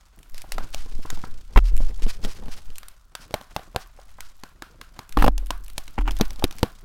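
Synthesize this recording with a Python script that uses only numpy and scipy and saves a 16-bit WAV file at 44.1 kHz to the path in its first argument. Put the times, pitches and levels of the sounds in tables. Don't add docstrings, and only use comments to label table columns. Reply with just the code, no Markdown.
import sys
import numpy as np
from scipy import signal
from scipy.fft import rfft, irfft
from scipy.io import wavfile

SR = 44100
rng = np.random.default_rng(int(sys.argv[2]) if len(sys.argv) > 2 else 0)


def pcm_store(signal):
    levels = np.round(np.clip(np.atleast_2d(signal), -1, 1) * 32767)
    wavfile.write(sys.argv[1], SR, levels.astype(np.int16).T)


N = 301644

# centre in Hz, width in Hz, gain in dB.
CREASE_BANDS = [(2490, 2270, 1), (5030, 5370, 3), (8820, 12100, 0.5), (14190, 5070, -0.5)]
# start in seconds, length in ms, level in dB, grit in dB relative to it.
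FOAM_TOUCHES = [(1.559, 31.7, -18.5, -20), (5.172, 54, -30.5, -10.5), (5.219, 45.5, -31, -2),
                (5.261, 20, -20.5, -15), (5.977, 19, -27.5, -38), (6.007, 19, -37, -15),
                (6.054, 19, -39, -31), (6.071, 25.4, -30.5, -21), (6.213, 26, -35, -26),
                (6.442, 11, -32, -9), (6.632, 6.7, -43, -20)]


def snap_columns():
    # start in seconds, crack peak in dB, head knock in dB, sheet ring in dB, ring centre in Hz.
    snap_cues = [(0.189, -40.5, -83, -80, 1150), (0.23, -37.5, -67, -67, 1170),
                 (0.344, -30.5, -74, -54.5, 684), (0.3796, -28, -56, -63, 552), (0.418, -27, -66, -55, 565),
                 (0.4417, -60, -47.5, -44.5, 708), (0.5202, -16, -59, -42, 780),
                 (0.582, -23, -67, -28, 1250), (0.606, -41, -76, -44, 719), (0.7452, -16, -43.5, -36, 592),
                 (0.861, -52, -42, -51, 1100), (1.0519, -52, -36.5, -38.5, 1070),
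                 (1.1024, -17.5, -48, -37, 1560), (1.127, -43, -36, -48, 719),
                 (1.1733, -34, -42.5, -44, 720), (1.2377, -51, -34, -35, 1180),
                 (1.5609, -29, -22.5, -16, 940), (1.5734, -16, -15.5, -18, 870),
                 (1.7658, -27, -59, -72, 552), (1.777, -26, -59, -60, 552), (1.8034, -44, -32, -41, 556),
                 (2.0215, -28, -36, -51, 570), (2.0652, -31.5, -28.5, -41.5, 552),
                 (2.2482, -19.5, -28, -36, 554), (2.458, -38, -42.5, -65, 576),
                 (2.4824, -35, -35.5, -42.5, 552), (2.7026, -36, -52, -64, 573),
                 (2.757, -33, -63, -61, 713), (2.7825, -22.5, -62, -61, 1410),
                 (2.831, -34.5, -66, -48, 1380), (2.8835, -28.5, -79, -59, 1900),
                 (3.1517, -20, -52.5, -36.5, 1420), (3.3086, -36, -40, -49, 635),
                 (3.3408, -12, -26.5, -20.5, 608), (3.412, -33.5, -48.5, -42.5, 734),
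                 (3.5634, -16, -30, -24.5, 780), (3.5936, -38, -46.5, -43, 740),
                 (3.7475, -48, -40, -40, 670), (3.7611, -13.5, -23.5, -22, 795),
                 (3.9889, -72, -80, -45, 810), (4.1856, -55, -54, -44, 1210),
                 (4.2056, -23.5, -57, -46.5, 1450), (4.4354, -27.5, -41, -40, 1210),
                 (4.6219, -24.5, -39.5, -35.5, 1560), (4.8131, -27.5, -46, -41.5, 1600),
                 (4.9908, -25.5, -38, -37.5, 1130), (5.0925, -30.5, -64, -63, 1550),
                 (5.1243, -27, -63, -52, 1750), (5.1719, -21, -16.5, -17.5, 900),
                 (5.2234, -19, -20, -18.5, 1430), (5.243, -16, -15, -14.5, 770),
                 (5.2639, -42, -17.5, -29, 1000), (5.28, -11, -16, -13.5, 840),
                 (5.3792, -22, -47, -46.5, 563), (5.46, -36, -65, -70, 568), (5.4683, -32.5, -68, -69, 568),
                 (5.5057, -13, -33.5, -25.5, 1070), (5.6624, -39, -74, -65, 552),
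                 (5.681, -31, -70, -70, 1260), (5.7, -32, -61, -64, 641),
                 (5.7797, -13.5, -35.5, -35.5, 750), (5.8788, -30, -50.5, -50, 1800),
                 (5.9808, -39, -28, -28, 814), (6.109, -20.5, -42, -42.5, 939), (6.118, -31, -63, -55, 764),
                 (6.167, -26.5, -58, -53, 716), (6.188, -29, -58, -62, 552), (6.1985, -35, -33, -31, 810),
                 (6.2106, -6, -13.5, -23, 593), (6.3057, -24.5, -52, -47.5, 759),
                 (6.3595, -32.5, -60, -55, 782), (6.394, -31.5, -45, -47, 697),
                 (6.4243, -35, -40, -27.5, 740), (6.4406, -6.5, -14.5, -27, 620),
                 (6.51, -26.5, -53, -45, 1830), (6.525, -32.5, -53, -49.5, 676),
                 (6.5842, -26.5, -66, -56, 824), (6.5926, -31, -54, -58, 581),
                 (6.63, -7.5, -12, -20.5, 716)]
    start, crack_db, knock_db, ring_db, ring_hz = np.transpose(snap_cues)[..., None]
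    bare_db = np.maximum(crack_db - np.maximum(knock_db, ring_db), 0)
    crack_hz = 2440 * 2 ** (0.05 * bare_db)
    return start, crack_db, knock_db, ring_db, ring_hz, crack_hz


def snaps():
    # pitch in Hz, level in dB, decay (t60) in seconds.
    head_modes = [(118.5, 8, 0.025), (185.5, 3.5, 0.042), (273, 6.5, 0.034), (304, 6, 0.017),
                  (343, 0, 0.037), (448, 6.5, 0.028)]
    # pitch in Hz, level in dB, decay (t60) in seconds.
    sheet_modes = [(620, 0, .016), (800, 0, .016), (1000, 0, .014), (1250, -2, .012), (1600, -3, .011),
                   (2000, -5, .01)]
    start, crack_db, knock_db, ring_db, ring_hz, crack_hz = snap_columns()
    t = np.arange(4096) / SR
    envelope = (1 - np.exp(-t / 0.0011)) * (fade(t, 0.0054) + undb(-23) * fade(t, 0.03))
    burst = rng.standard_normal((len(start), len(t))) * envelope
    thin = signal.butter(2, 900, "high", fs=SR)
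    crack = signal.lfilter(*thin, colour(burst, CREASE_BANDS, crack_hz, slope_db=3))
    crack /= np.abs(crack).max(axis=1, keepdims=True)
    knock_hz = np.full_like(start, 208)
    knock = ring(head_modes, knock_hz, slope_db=-2.5, detune=0.11, scatter_db=2.5, rise_s=0.0012)
    rise_s = 0.00073 * 2 ** np.clip((ring_db - crack_db) / 5, 0, 3)
    sheet = ring(sheet_modes, ring_hz, slope_db=13, detune=0.05, scatter_db=2, rise_s=rise_s)
    return lay(start[:, 0], undb(crack_db) * crack + undb(knock_db) * knock + undb(ring_db) * sheet)


def air_puffs():
    # time in seconds, depth in dB, width in ms.
    puffs = [(0.338, -19.5, 40), (0.534, -18, 21), (0.584, -13, 29), (0.714, -25.5, 20), (0.776, -13, 48),
             (0.905, -19, 24), (0.955, -9.5, 34), (1.126, -10, 55), (1.316, -16, 39), (1.751, -2, 33.6),
             (1.829, -2.5, 23), (1.984, -21, 28), (2.041, -3, 19.5), (2.162, -23.5, 41), (2.246, -10.5, 26),
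             (2.473, -16, 51), (2.688, -18, 43), (4.176, -23, 150), (5.159, -15.5, 58), (5.208, -3, 33),
             (5.504, -23.5, 63), (5.636, -24, 66), (5.751, -21.5, 58), (5.855, -24.5, 50),
             (6.054, -14.5, 94), (6.212, -10.5, 53), (6.319, -15.5, 71), (6.435, -15, 42)]
    time, depth_db, width_ms = np.transpose(puffs)[..., None]
    buffet = unit(band(band(rng.standard_normal(N), 49, 47), 49, 47))
    return -humps(time + 0.0069, undb(depth_db), width_ms) * (1 + 0.038 * buffet)


def gooseneck():
    # start in seconds, then thud, wobble and hum levels in dB.
    bumps = [(1.56, 4.5, -7.5, -55), (5.172, -21, -10, -28), (5.282, -7, -20.5, -35.5),
             (5.987, -43, -13.5, -37)]
    # pitch in Hz, decay (t60) in seconds.
    neck_modes = [(27, 0.15), (38.5, 1.025), (296, 0.7)]
    t = np.arange(SR) / SR
    start, *levels_db = np.transpose(bumps)[..., None]
    attack = 1 - np.exp(-t / 0.0043)
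    swings = (-fade(t, t60) * np.sin(2 * np.pi * hz * t) * attack for hz, t60 in neck_modes)
    return lay(start[:, 0], sum(undb(db) * swing for db, swing in zip(levels_db, swings)))


def foam_contact(gains):
    start, length_ms = np.transpose(FOAM_TOUCHES)[:2, :, None]
    t = np.arange(4096) / SR
    attack, release = t / 0.004, (length_ms / 1000 + 0.0059 - t) / 0.017
    return lay(start[:, 0], gains * np.clip(np.minimum(attack, release), 0, 1))


def foam_crunches():
    # centre in Hz, width in Hz, gain in dB.
    foam_bands = [(117.5, 250, -4.5), (310, 80, 4), (840, 270, 0), (1480, 1260, -6), (2840, 540, -8.5)]
    db, grit_db = np.transpose(FOAM_TOUCHES)[2:, :, None]
    slips = grains(rate=900, spread_db=7, t60=0.012)
    body = foam_contact(undb(db)) * unit(colour(slips, foam_bands))
    grit = foam_contact(undb(db + grit_db)) * unit(colour(slips, CREASE_BANDS))
    return body + grit


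def swishes():
    # middle in seconds, length in ms, level in dB.
    slides = [(.385, 60, -51), (0.533, 26, -45.5), (.635, 20, -51), (0.739, 7.7, -37), (.79, 85, -48),
              (0.926, 9.9, -48), (1.033, 15, -46), (1.14, 110, -51.5), (1.248, 16, -47.5),
              (1.655, 26, -49.5), (1.685, 26, -46), (1.818, 22, -48.5), (1.892, 17, -48),
              (2.036, 24, -39.5), (2.098, 23.7, -34.5), (2.145, 35, -47.5), (2.246, 28, -41),
              (2.307, 43, -42.5), (2.372, 29, -48), (2.53, 26.5, -39.5), (2.578, 28, -47), (3.231, 47, -49),
              (3.819, 28, -47), (4.25, 68, -55.5), (6.175, 14, -48), (6.255, 11, -44), (6.397, 8.9, -48),
              (6.585, 41, -54.5)]
    # centre in Hz, width in Hz, gain in dB.
    slide_bands = [(1170, 1350, -2.5), (3020, 1500, -0.5), (4890, 1430, 1), (9100, 8200, -12.5)]
    middle, length_ms, db = np.transpose(slides)[..., None]
    hiss = unit(colour(grains(rate=1200, spread_db=3.5, t60=0.03), slide_bands))
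    return humps(middle, undb(db), length_ms) * hiss


def handling():
    # time in seconds, then crinkle, rub, hand rumble and fibre ticks in dB.
    faders = [(0.0, -65, -62, -69, -80), (0.3, -70, -70, -65.5, -66), (0.57, -55.5, -62, -49, -61),
              (1.1, -56, -65.5, -52, -66), (1.54, -61.5, -64, -49, -77), (1.77, -56.5, -61.5, -48.5, -68),
              (2.46, -61, -63, -46.5, -68), (2.7, -59, -61.5, -54, -62), (2.89, -68, -66.5, -68, -78),
              (3.18, -73, -67, -60, -74), (3.33, -63, -59, -60, -73), (3.62, -64, -59, -58.5, -71),
              (4.21, -63.5, -63.5, -67, -67.5), (4.76, -67, -65.5, -59, -76),
              (5.05, -65, -58.5, -59.5, -74), (5.24, -77, -71, -45, -70), (5.49, -75, -67.5, -60.5, -67),
              (5.77, -65, -64, -62, -61), (6.1, -63, -61, -49, -61), (6.42, -61.5, -67, -55, -61),
              (6.84, -64.5, -63, -55, -66)]
    # centre in Hz, width in Hz, gain in dB.
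    rub_bands = [(505, 150, 13), (1010, 1380, 16), (1730, 1900, -3)]
    times, *curves = np.transpose(faders)
    crinkle_db, rub_db, rumble_db, tick_db = (np.interp(np.arange(N) / SR, times, db) for db in curves)
    slips = grains(rate=350, spread_db=10, t60=0.025)
    ticks = band(grains(rate=60, spread_db=6, t60=0.0054), 13400, 15000)
    crinkle = colour(slips + 0.45 * rng.standard_normal(N), CREASE_BANDS, 4500, slope_db=3)
    rub = colour(0.5 * slips + grains(rate=200, spread_db=6, t60=0.05), rub_bands)
    rumble = band(band(grains(rate=68, spread_db=7, t60=0.1), 58, 194), 73, 620)
    sway = band(band(rng.standard_normal(N), 24, 25), 24, 25)
    sway_gain = undb(rumble_db + 6) + undb(-55)
    lows = undb(rumble_db) * unit(rumble) + sway_gain * unit(sway)
    return undb(crinkle_db) * unit(crinkle) + undb(tick_db) * unit(ticks) + undb(rub_db) * unit(rub) + lows


def snap_tails():
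    # centre in Hz, width in Hz, level in dB, decay (t60) in seconds.
    room_bands = [(500, 350, -27, 0.3), (780, 330, -22, 0.23), (1094, 440, -25.5, 0.33),
                  (1403, 430, -23.5, 0.28), (1900, 3300, -27.5, 0.34)]
    start, crack_db, _, ring_db, ring_hz, crack_hz = snap_columns()
    t = np.arange(SR // 3) / SR
    noise = rng.standard_normal((len(start), len(t)))
    reverb = 0
    for hz, width, db, t60 in room_bands:
        gain = undb(db + favour(hz, np.maximum(ring_hz, 950), slope_db=15))
        reverb += gain * fade(t, t60) * unit(band(band(noise, hz, width), hz, width))
    settle = undb(-42) * fade(t, 0.31) * unit(colour(noise[:, ::-1], CREASE_BANDS, crack_hz, slope_db=1))
    on_foam = foam_contact(1)[((start + 0.002) * SR).astype(int)] > 0
    swell = (1 - np.exp(-(t / 0.012) ** 2)) * np.where(on_foam, undb(-30), 1)
    return lay(start[:, 0], swell * (undb(0.59 * ring_db) * reverb + undb(0.51 * crack_db) * settle))


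def room_tone():
    # frequency in Hz, relative noise density in dB.
    tone_curve = [(29, -36), (50, -11), (507, -18), (927, -18), (997, -3), (1430, 1.5), (2380, -35),
                  (3100, -14.5), (16000, -24)]
    hz, db = np.transpose(tone_curve)
    bin_hz = np.maximum(np.arange(N // 2 + 1) * SR / N, 1)
    shape = undb(np.interp(np.log(bin_hz), np.log(hz), db))
    return undb(-70.5) * unit(irfft(rfft(rng.standard_normal(N)) * shape, N))


def ring(modes, centre_hz, slope_db, detune, scatter_db, rise_s):
    t, tone = np.arange(4096) / SR, 0
    for hz, db, t60 in modes:
        bend, scatter = rng.standard_normal((len(centre_hz), 2)).T[..., None]
        gain = undb(db + scatter_db * scatter + favour(hz, centre_hz, slope_db))
        tone -= gain * fade(t, t60) * np.sin(2 * np.pi * hz * np.exp(detune * bend) * t)
    tone *= 1 - np.exp(-t / rise_s)
    return tone / np.sqrt(np.mean(tone[:, :SR // 100] ** 2, axis=1, keepdims=True))


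def grains(rate, spread_db, t60):
    kicks = (rng.random(N) < rate / SR) * undb(spread_db * np.minimum(rng.exponential(size=N), 3))
    envelope = signal.lfilter([1], [1, -fade(1 / SR, t60)], kicks)
    return unit(envelope * rng.standard_normal(N))


def humps(middle_s, gains, width_ms):
    t = np.arange(-8192, 8192) / SR
    return lay(middle_s[:, 0] + t[0], gains * np.exp(-4 * np.log(2) * (1000 * t / width_ms) ** 2))


def colour(x, bands, centre_hz=None, slope_db=0):
    tilt = lambda hz: 0 if centre_hz is None else favour(hz, centre_hz, slope_db)
    return sum((-1) ** k * undb(db + tilt(hz)) * band(x, hz, w) for k, (hz, w, db) in enumerate(bands))


def favour(hz, centre_hz, slope_db):
    return -slope_db * np.abs(np.log2(hz / centre_hz))


def band(x, hz, width):
    return signal.lfilter(*signal.iirpeak(hz, hz / width, fs=SR), x)


def lay(times, sounds):
    track = np.zeros(N + sounds.shape[1])
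    for start, sound in zip(times, sounds):
        track[int(start * SR):int(start * SR) + len(sound)] += sound
    return track[:N]


def fade(t, t60):
    return np.exp(-np.log(1000) * t / t60)


def unit(x):
    return x / np.sqrt(np.mean(x ** 2))


def undb(db):
    return 10 ** (np.asarray(db) / 20)


def scene():
    paper = snaps() + snap_tails() + swishes() + foam_crunches() + handling()
    return (paper + air_puffs() + gooseneck() + room_tone())[None]


def record(dry):
    leaked = signal.sosfilt(signal.butter(2, 3.5, "high", fs=SR, output="sos"), dry)
    rounded = leaked / (1 + np.abs(leaked) ** 6) ** (1 / 6)
    return signal.sosfilt(signal.ellip(8, 0.2, 70, 16300, fs=SR, output="sos"), rounded)


dry = scene()
out = record(dry)
pcm_store(out)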